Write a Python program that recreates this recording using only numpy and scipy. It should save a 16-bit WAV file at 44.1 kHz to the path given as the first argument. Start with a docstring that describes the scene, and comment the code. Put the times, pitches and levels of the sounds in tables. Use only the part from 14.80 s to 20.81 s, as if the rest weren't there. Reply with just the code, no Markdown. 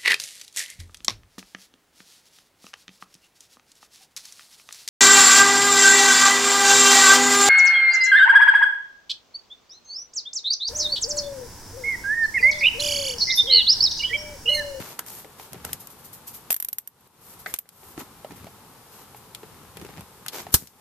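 """A nylon zip tie is ratcheted tight round a wiring loom in a vehicle footwell, close to the microphone.
Each tooth is a set of filtered noise bursts: fast at first, then tooth by tooth.
Plastic ticks and knocks are ringing bursts; rubs and shoves are noise shaped by hand movements.
Cutters snip off the tail with a crack and a low thump, over the cabin's steady hush of coloured noise.
A gain control turns everything down briefly after the sharpest clicks."""
import sys
import numpy as np
from scipy import signal
from scipy.fft import rfft, irfft, next_fast_len
from scipy.io import wavfile
from scipy.ndimage import uniform_filter1d, minimum_filter1d

SR = 44100
rng = np.random.default_rng(int(sys.argv[2]) if len(sys.argv) > 2 else 0)


def to_wav(sig):
    """Store sig (one row per channel, or 1-D mono) as 16-bit WAV at the path in sys.argv[1].

    Samples outside -1..1 are clipped; the rate is SR.
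    """
    pcm = np.clip(np.atleast_2d(sig), -1, 1) * 32767
    pcm = np.round(pcm).astype(np.int16)
    wavfile.write(sys.argv[1], SR, pcm.T)  # frames by channels


N = 264952
TIME = np.arange(N) / SR
BURST_TIME = TIME[:SR // 4]  # every burst lasts a quarter of a second


def from_db(db):
    """Turn decibels into a plain multiplier."""
    return 10 ** (np.asarray(db) / 20)


def rms_one(x):
    """Scale a sound so that its rms (average strength) is 1."""
    return x / np.sqrt(np.mean(x ** 2) + 1e-20)


def strength_one(x):
    """Scale a short stereo sound to the energy of 3 ms at rms 1."""
    reference = 2 * 0.003 * SR  # two channels
    return x / np.sqrt(np.sum(x ** 2) / reference + 1e-20)


def colour(x, spectrum):
    """Give a sound a spectrum with a minimum-phase filter, which never acts ahead of its input."""
    size = 2 * next_fast_len(x.shape[-1] // 2 + 1)
    pitch_hz, level_db = np.transpose(spectrum)
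    bins_hz = np.arange(size // 2 + 1) * SR / size
    shape_db = np.interp(np.log(bins_hz + 1), np.log(pitch_hz), level_db)
    # folding the cepstrum onto positive time makes the filter minimum-phase
    cepstrum = irfft(np.log(from_db(shape_db)))
    cepstrum[1:size // 2] *= 2
    cepstrum[size // 2 + 1:] = 0
    response = np.exp(rfft(cepstrum))
    return irfft(rfft(x, size) * response)[..., :x.shape[-1]]


def resonate(x, hz, width_hz):
    """Ring at one pitch, with gain 1 at the peak; a wider resonance dies sooner."""
    r = np.exp(-np.pi * width_hz / SR)
    feed_in = np.array([1, 0, -1]) * (1 - r * r) / 2
    feed_back = [1, -2 * r * np.cos(2 * np.pi * hz / SR), r * r]
    return signal.lfilter(feed_in, feed_back, x + 1e-18)


# stereo width, as the side signal's level against the middle: (pitch_hz, side_minus_middle_db)
STEREO_WIDTH = [(30, -6), (150, -15.5), (400, -10), (1000, -10), (2300, -2.5), (4400, 0), (13000, -1)]


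def spread(pair):
    """Turn two unrelated signals into left and right: alike in the bass, apart in the treble."""
    side = colour(pair[1], STEREO_WIDTH)
    return np.array([pair[0] + side, pair[0] - side])


def pan(x, db):
    """Make the left louder than the right by db."""
    return x * from_db([[db / 2], [-db / 2]])


def add(out, s, sound):
    """Mix a short sound in at time s (seconds)."""
    start = max(round(s * SR), 0)
    out[:, start:start + sound.shape[1]] += sound[:, :N - start]


def burst(t60, tail_db, tail_t60, direct, rise_s):
    """A contact: a spike, dense reflections off hands and trim, and the footwell's short tail.

    t60 and tail_t60 are the seconds each part takes to fall by 60 dB."""
    near_fade = from_db(-60 * BURST_TIME / t60)
    tail_fade = from_db(tail_db - 60 * BURST_TIME / tail_t60)
    build_up = 1 - np.exp(-BURST_TIME / rise_s)
    noise = rng.standard_normal((2, len(BURST_TIME)))
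    contact = spread(noise * (near_fade + tail_fade) * build_up)
    contact /= np.sqrt(np.sum(contact ** 2) / 2)
    contact[:, round(min(rise_s, 0.005) * SR)] += direct  # the spike
    return contact


def hush(spectrum, drive=1):
    """Make coloured stereo noise at rms 1, cut off above 14150 Hz; drive varies its strength over time."""
    noise = colour(spread(drive * rng.standard_normal((2, N))), spectrum)
    top_cut = signal.ellip(10, 0.2, 70, 14150, fs=SR, output="sos")
    return rms_one(signal.sosfilt(top_cut, noise))


def friction(spectrum, per_s, grain_db, smooth):
    """Rubbing surfaces: tiny slips of uneven size over a smooth hiss, at rms 1 in all."""
    sizes = from_db(grain_db * np.minimum(rng.exponential(1, N), 4))
    slips = rms_one(sizes * (rng.random(N) < per_s / SR))
    return hush(spectrum, np.sqrt(slips ** 2 + smooth ** 2))


def stroke(s, length, attack_s, release_s):
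    """A hand movement: it gathers speed, holds until its length is over, then dies away."""
    age = TIME - s
    gather = np.clip(age / attack_s, 0, 1)
    return gather * np.exp(-np.maximum(age - length, 0) / release_s)


# the pawl dropping over each tooth; levels are relative: (start_s, level_db)
TEETH = [(1.704, -5), (1.7067, -3.5), (1.712, -8), (1.7149, -5.5), (1.7192, -2.5), (1.726, -1),
         (1.7425, -3.5), (1.7634, -6), (1.8003, -5.5), (1.8245, -7), (1.847, -7), (1.8851, -7),
         (1.929, -5.5), (1.9835, -5.5), (2.074, -14), (2.2075, -45), (2.273, -41.5), (2.739, -7),
         (2.7872, -7)]
# each pull begins with a jerk that makes the head and strap louder: (start_s)
PULL_STARTS = [1.704, 2.739]
JERK_DB, JERK_FADE_S = 15, 0.0035
# relative spectra of the pawl's snap, the tie's head and the taut strap: (pitch_hz, level_db)
SNAP_COLOUR = [(1000, -56), (5000, -24), (9000, -19), (11500, -8.5), (13500, 2), (15000, -12), (19000, 3.5)]
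TIE_HEAD_COLOUR = [(1000, -45), (3000, -24), (4500, -13), (6500, 0), (9500, 1.5), (12000, 1.5),
                   (16000, -17)]
STRAP_COLOUR = [(40, -1), (100, -7), (400, -2), (750, -1.5), (1300, -2.5), (1900, 0.5), (3500, -1),
                (6000, -8), (12000, -31)]


def ratchet(snap_db=8, head_db=-15, strap_db=-18, repeat=0.8):
    """The stiff little pawl snaps over each tooth; the head clacks and the taut strap clicks along."""
    out = np.zeros((2, N))

    def snap_burst():
        return burst(t60=0.011, tail_db=-39, tail_t60=0.12, direct=0.072, rise_s=0.003)

    # all teeth click at one spot, so much of the reflection pattern comes again each time
    common = snap_burst()
    for s, level_db in TEETH:
        nearest_s = min(abs(s - pull) for pull in PULL_STARTS)
        jerk_db = JERK_DB * np.exp(-nearest_s / JERK_FADE_S)
        snap = colour(repeat * common + np.sqrt(1 - repeat ** 2) * snap_burst(), SNAP_COLOUR)
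        head = burst(t60=0.016, tail_db=-22.5, tail_t60=0.12, direct=0.18, rise_s=0.00085)
        head = colour(head, TIE_HEAD_COLOUR)
        strap = burst(t60=0.009, tail_db=-23.5, tail_t60=0.086, direct=0.23, rise_s=0.0006)
        strap = colour(strap, STRAP_COLOUR)
        add(out, s, from_db(level_db + snap_db) * strength_one(snap))
        add(out, s, from_db(level_db + head_db + jerk_db) * strength_one(head))
        add(out, s, from_db(level_db + strap_db + jerk_db) * strength_one(strap))
    return out


# tie, loom and cutters ticking on each other; levels are relative: (start_s, level_db, pitch_hz)
LIGHT_CONTACTS = [(0.1916, -13.5, 880), (0.2628, -30.5, 1350), (0.283, -28.5, 4900), (0.3014, -28.5, 825),
                  (0.731, -24.5, 696), (0.849, -17, 826), (0.9304, -12.5, 7250), (1.071, -27, 12000),
                  (2.761, -16, 2000), (2.8896, -22.5, 4000), (4.5477, -25.5, 3000), (4.9696, -31.5, 1954),
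                  (5.0133, -41, 2100), (5.049, -38.5, 2200), (5.2073, -33, 790), (5.4622, -25, 1160),
                  (5.4822, -19, 3900), (5.4957, -38, 974), (5.8719, -24.5, 4800)]
# relative spectrum of the dry crack: (pitch_hz, level_db)
TICK_CRACK_COLOUR = [(60, -38), (600, -20), (2500, -7), (4500, -8), (8000, -2.5), (11000, -1), (13500, 1.5),
                     (15000, -5), (17000, -25)]
CUTTERS_IN_HAND_S = 4.3
STEEL_RING_DB = 11  # from then on, the steel jaws ring a part harder than nylon does


def ticks(crack_db=-8, ring_db=-18):
    """Light contacts: a dry crack and a longer ring of the part that was touched."""
    out = np.zeros((2, N))
    for s, level_db, hz in LIGHT_CONTACTS:
        crack = burst(t60=0.0088, tail_db=-21.5, tail_t60=0.07, direct=0.72, rise_s=0.0014)
        crack = colour(crack, TICK_CRACK_COLOUR)
        ring = burst(t60=0.033, tail_db=-22, tail_t60=0.15, direct=0.27, rise_s=0.00048)
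        ring = resonate(ring, hz, width_hz=0.57 * hz)
        steel_db = STEEL_RING_DB * (s > CUTTERS_IN_HAND_S)
        add(out, s, from_db(level_db + crack_db) * strength_one(crack))
        add(out, s, from_db(level_db + ring_db + steel_db) * strength_one(ring))
    return pan(out, db=2.3)


# knuckles and tools knocking on the trim; levels are relative: (start_s, level_db, pitch_hz)
TRIM_KNOCKS = [(0.107, -47, 420), (0.189, -22.5, 1570), (0.445, -30.5, 415), (0.596, -32.5, 845),
               (0.743, -31.5, 447), (0.752, -38, 85), (0.845, -28, 1500), (0.865, -33, 105),
               (0.891, -33, 1510), (2.66, -15.5, 1900), (2.855, -39, 2040), (3.031, -39, 373),
               (3.176, -20, 312), (3.205, -31, 900), (3.212, -27.5, 222), (3.445, -23, 540),
               (3.507, -30, 264), (3.667, -33.5, 700), (4.345, -39, 800), (4.631, -30, 390),
               (4.969, -37, 440), (5.013, -28.5, 348), (5.047, -30, 430), (5.09, -37, 418),
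               (5.179, -30, 150), (5.666, -27.5, 715), (5.812, -24, 190), (5.934, -44, 300)]
# ringing modes of the hollow trim panel; levels are relative: (pitch_hz, width_hz, level_db)
PANEL_MODES = [(171, 73, -4), (258, 75, -7), (427, 41, 12), (595, 190, 4.5), (753, 70, 7), (1290, 56, 2),
               (1780, 250, -7)]
PANEL_FOLLOWS = 0.52  # share of a blow's decibels that reaches the panel
CLICK_BAND_HZ = (1400, 2900)
HARD_HZ, CLICK_DB_PER_OCTAVE = 800, 19  # blows that ring lower than this are softer and click less


def knocks(panel_db=-22, spot_db=-8, click_db=-17):
    """Softer blows ring the trim panel's modes and one damped note of the spot that was hit."""
    out = np.zeros((2, N))
    click_band = signal.butter(2, CLICK_BAND_HZ, "band", fs=SR, output="sos")
    spot_top_cut = signal.butter(4, CLICK_BAND_HZ[1], fs=SR, output="sos")
    for s, level_db, hz in TRIM_KNOCKS:
        contact = burst(t60=0.024, tail_db=-19.5, tail_t60=0.22, direct=0.62, rise_s=0.0018)
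        panel = 0
        for mode_hz, width_hz, mode_db in PANEL_MODES:
            panel = panel + from_db(mode_db) * resonate(contact, mode_hz, width_hz)
        spot = resonate(contact, hz, width_hz=0.43 * hz)
        spot = resonate(spot, hz, width_hz=0.78 * hz)
        spot = signal.sosfilt(spot_top_cut, spot)
        click = signal.sosfilt(click_band, contact)
        softness_db = CLICK_DB_PER_OCTAVE * min(np.log2(hz / HARD_HZ), 0)
        add(out, s, from_db(PANEL_FOLLOWS * level_db + panel_db) * strength_one(panel))
        add(out, s, from_db(level_db + spot_db) * strength_one(spot))
        add(out, s, from_db(level_db + click_db + softness_db) * strength_one(click))
    return out


# cutters closing through the tail; levels are relative: (start_s, level_db)
CUTS = [(5.7402, 5)]
# relative spectrum of the crack: (pitch_hz, level_db)
CUT_COLOUR = [(25, -15), (70, 0.5), (190, -1), (400, -8), (650, -14), (1050, -12), (2500, -16.5),
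              (4500, -10), (8000, -6.5), (11000, -6.5), (13500, -2.5), (19000, -3.5)]


def snip(crack_db=11, jolt_db=0):
    """The jaws break the nylon and slam shut; the freed loom springs back with a low thump."""
    out = np.zeros((2, N))
    for s, level_db in CUTS:
        crack = burst(t60=0.051, tail_db=-27.5, tail_t60=0.29, direct=0.17, rise_s=0.001)
        crack = colour(crack, CUT_COLOUR)
        # a 75 Hz tone that falls by 60 dB in 25 ms
        jolt = np.sin(2 * np.pi * 75 * BURST_TIME) * from_db(-60 * BURST_TIME / 0.025)
        add(out, s, from_db(level_db + crack_db) * strength_one(crack) + from_db(level_db + jolt_db) * jolt)
    return pan(out, db=1.5)


# short tugs that feed the strap on: (start_s, level_db)
STRAP_TUGS = [(0.993, -40.5), (1.094, -46), (1.18, -49.5), (1.239, -42), (1.323, -40.5), (1.466, -35),
              (1.535, -37.5), (2.585, -44), (3.555, -48), (4.355, -47), (5.72, -29.5)]
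TUG_S, TUG_RELEASE_S = 0.013, 0.027
# long draws through the fingers and over the conduit: (start_s, length_s, hiss_db, scrape_db)
STRAP_DRAWS = [(-0.03, .15, -44.5, -43.5), (0.251, 0.15, -42, -51), (0.573, 0.081, -49, -50),
               (0.834, 0.11, -48.5, -49.5), (2.399, 0.14, -48.5, -73), (2.654, 0.059, -45, -51),
               (2.91, 0.21, -50.5, -73), (3.178, 0.016, -39, -42), (4.106, 0.12, -52, -54.5),
               (5.517, 0.084, -41, -38)]
DRAW_ATTACK_S, DRAW_RELEASE_S = 0.021, 0.026
# relative spectra of the strap in the fingers and of the ribbed conduit: (pitch_hz, level_db)
FINGER_COLOUR = [(1000, -11), (3500, -7), (6000, -3), (9500, 0.5), (12000, 4), (13500, 11.5), (14400, -25)]
CONDUIT_COLOUR = [(100, -20), (350, 8.5), (800, 6.5), (1300, 3.5), (2000, 0.5), (4000, -2.5), (7000, -2),
                  (14000, -29)]


def rubbing():
    """The strap hisses through the fingers; on long draws it also scrapes over the ribbed conduit."""
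    sliding = np.zeros(N)
    scraping = np.zeros(N)
    for s, level_db in STRAP_TUGS:
        sliding += from_db(level_db) * stroke(s, TUG_S, TUG_S, TUG_RELEASE_S)
    for s, length, hiss_db, scrape_db in STRAP_DRAWS:
        speed = stroke(s, length, DRAW_ATTACK_S, DRAW_RELEASE_S)
        sliding += from_db(hiss_db) * speed
        scraping += from_db(scrape_db) * speed
    scrape = scraping * friction(CONDUIT_COLOUR, per_s=900, grain_db=1.5, smooth=1.0)
    slide = sliding * friction(FINGER_COLOUR, per_s=4200, grain_db=9.0, smooth=1.7)
    return pan(scrape, db=0.7) + pan(slide, db=2.0)


# hands shoving the loom about, and the freed loom swinging just after the snip; levels are relative: (start_s,
# length_s, level_db)
LOOM_MOVES = [(-0.02, 0.019, -30), (0.715, 0.23, -48), (3.165, 0.034, -44.5), (3.495, 0.179, -49),
              (4.63, 0.27, -53.5), (4.955, 0.27, -47.5), (5.6, .12, -49.5), (5.762, 0.083, -42)]
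SHOVE_ATTACK_S, SHOVE_RELEASE_S = 0.0072, 0.02
# relative spectra of the bumped loom and of the floor pan: (pitch_hz, level_db)
LOOM_COLOUR = [(20, -43), (45, -12), (85, -5.5), (180, 4.5), (400, -6.5), (700, -15.5), (1500, -26),
               (4000, -29)]
FLOOR_COLOUR = [(15, -19), (35, -39), (75, 6.5), (130, 1.5), (300, -13), (1000, -64)]


def shoving(handling_db=-1, thud_db=-4, creak_db=-7):
    """One effort bumps the loom, makes the floor pan thud and the conduit's ribs creak."""
    effort = np.zeros(N)
    for s, length, level_db in LOOM_MOVES:
        effort += from_db(level_db) * stroke(s, length, SHOVE_ATTACK_S, SHOVE_RELEASE_S)
    handling = from_db(handling_db) * friction(LOOM_COLOUR, per_s=230, grain_db=6.5, smooth=0.59)
    thuds = from_db(thud_db) * hush(FLOOR_COLOUR)
    ribs = friction(CONDUIT_COLOUR, per_s=200, grain_db=3.5, smooth=0.93)
    creaks = from_db(creak_db) * rms_one(resonate(ribs, hz=1570, width_hz=2200))
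    return pan(effort * (handling + thuds + creaks), db=2.5)


# relative spectrum of the cabin's background: (pitch_hz, level_db)
CABIN_COLOUR = [(15, -72), (25, -14), (123, 1.5), (246, -2.5), (313, -6.5), (442, -3.5), (577, -8),
                (624, -11), (859, -3), (1350, -8.5), (1500, -12), (2070, -16.5), (3610, -18), (6150, -20.5),
                (14400, -16.5)]


def cabin_hush(level_db=-49.5):
    """The cabin's steady background, made of coloured noise."""
    return from_db(level_db) * pan(hush(CABIN_COLOUR), db=1.6)


def scene():
    """The work on the loom over the cabin's steady hush."""
    return ratchet() + ticks() + knocks() + snip() + rubbing() + shoving() + cabin_hush()


def gain_control(x, threshold_db=-49, most_db=15, hold_s=0.021, release_db_per_s=62):
    """Sound above 17 kHz pulls the gain down at once; it holds, then creeps back."""
    high_pass = signal.butter(12, 17000, "high", fs=SR, output="sos")
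    top = signal.sosfilt(high_pass, x.mean(axis=0))
    power = np.abs(uniform_filter1d(top ** 2, size=128))
    loudness_db = 10 * np.log10(power + 1e-14)
    cut_db = np.clip(loudness_db - threshold_db, 0, most_db)
    half_hold = max(int(hold_s * SR / 2), 1)
    # the largest cut of the last hold_s seconds
    held_db = -minimum_filter1d(-cut_db, 2 * half_hold + 1, origin=half_hold)
    slope_db = release_db_per_s * TIME
    released_db = np.maximum.accumulate(held_db + slope_db) - slope_db
    return x * from_db(-uniform_filter1d(released_db, size=32))


def record(dry):
    """Apply gain control, a treble roll-off, overload on the loudest peaks and a steep top cut."""
    roll_off = signal.butter(14, 14250, fs=SR, output="sos")
    top_cut = signal.ellip(10, 0.1, 80, 16365, fs=SR, output="sos")
    rolled = signal.sosfilt(roll_off, gain_control(dry))
    overloaded = np.clip(rolled, -1, 1)
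    return signal.sosfilt(top_cut, overloaded)


dry = scene()
out = record(dry)
to_wav(out)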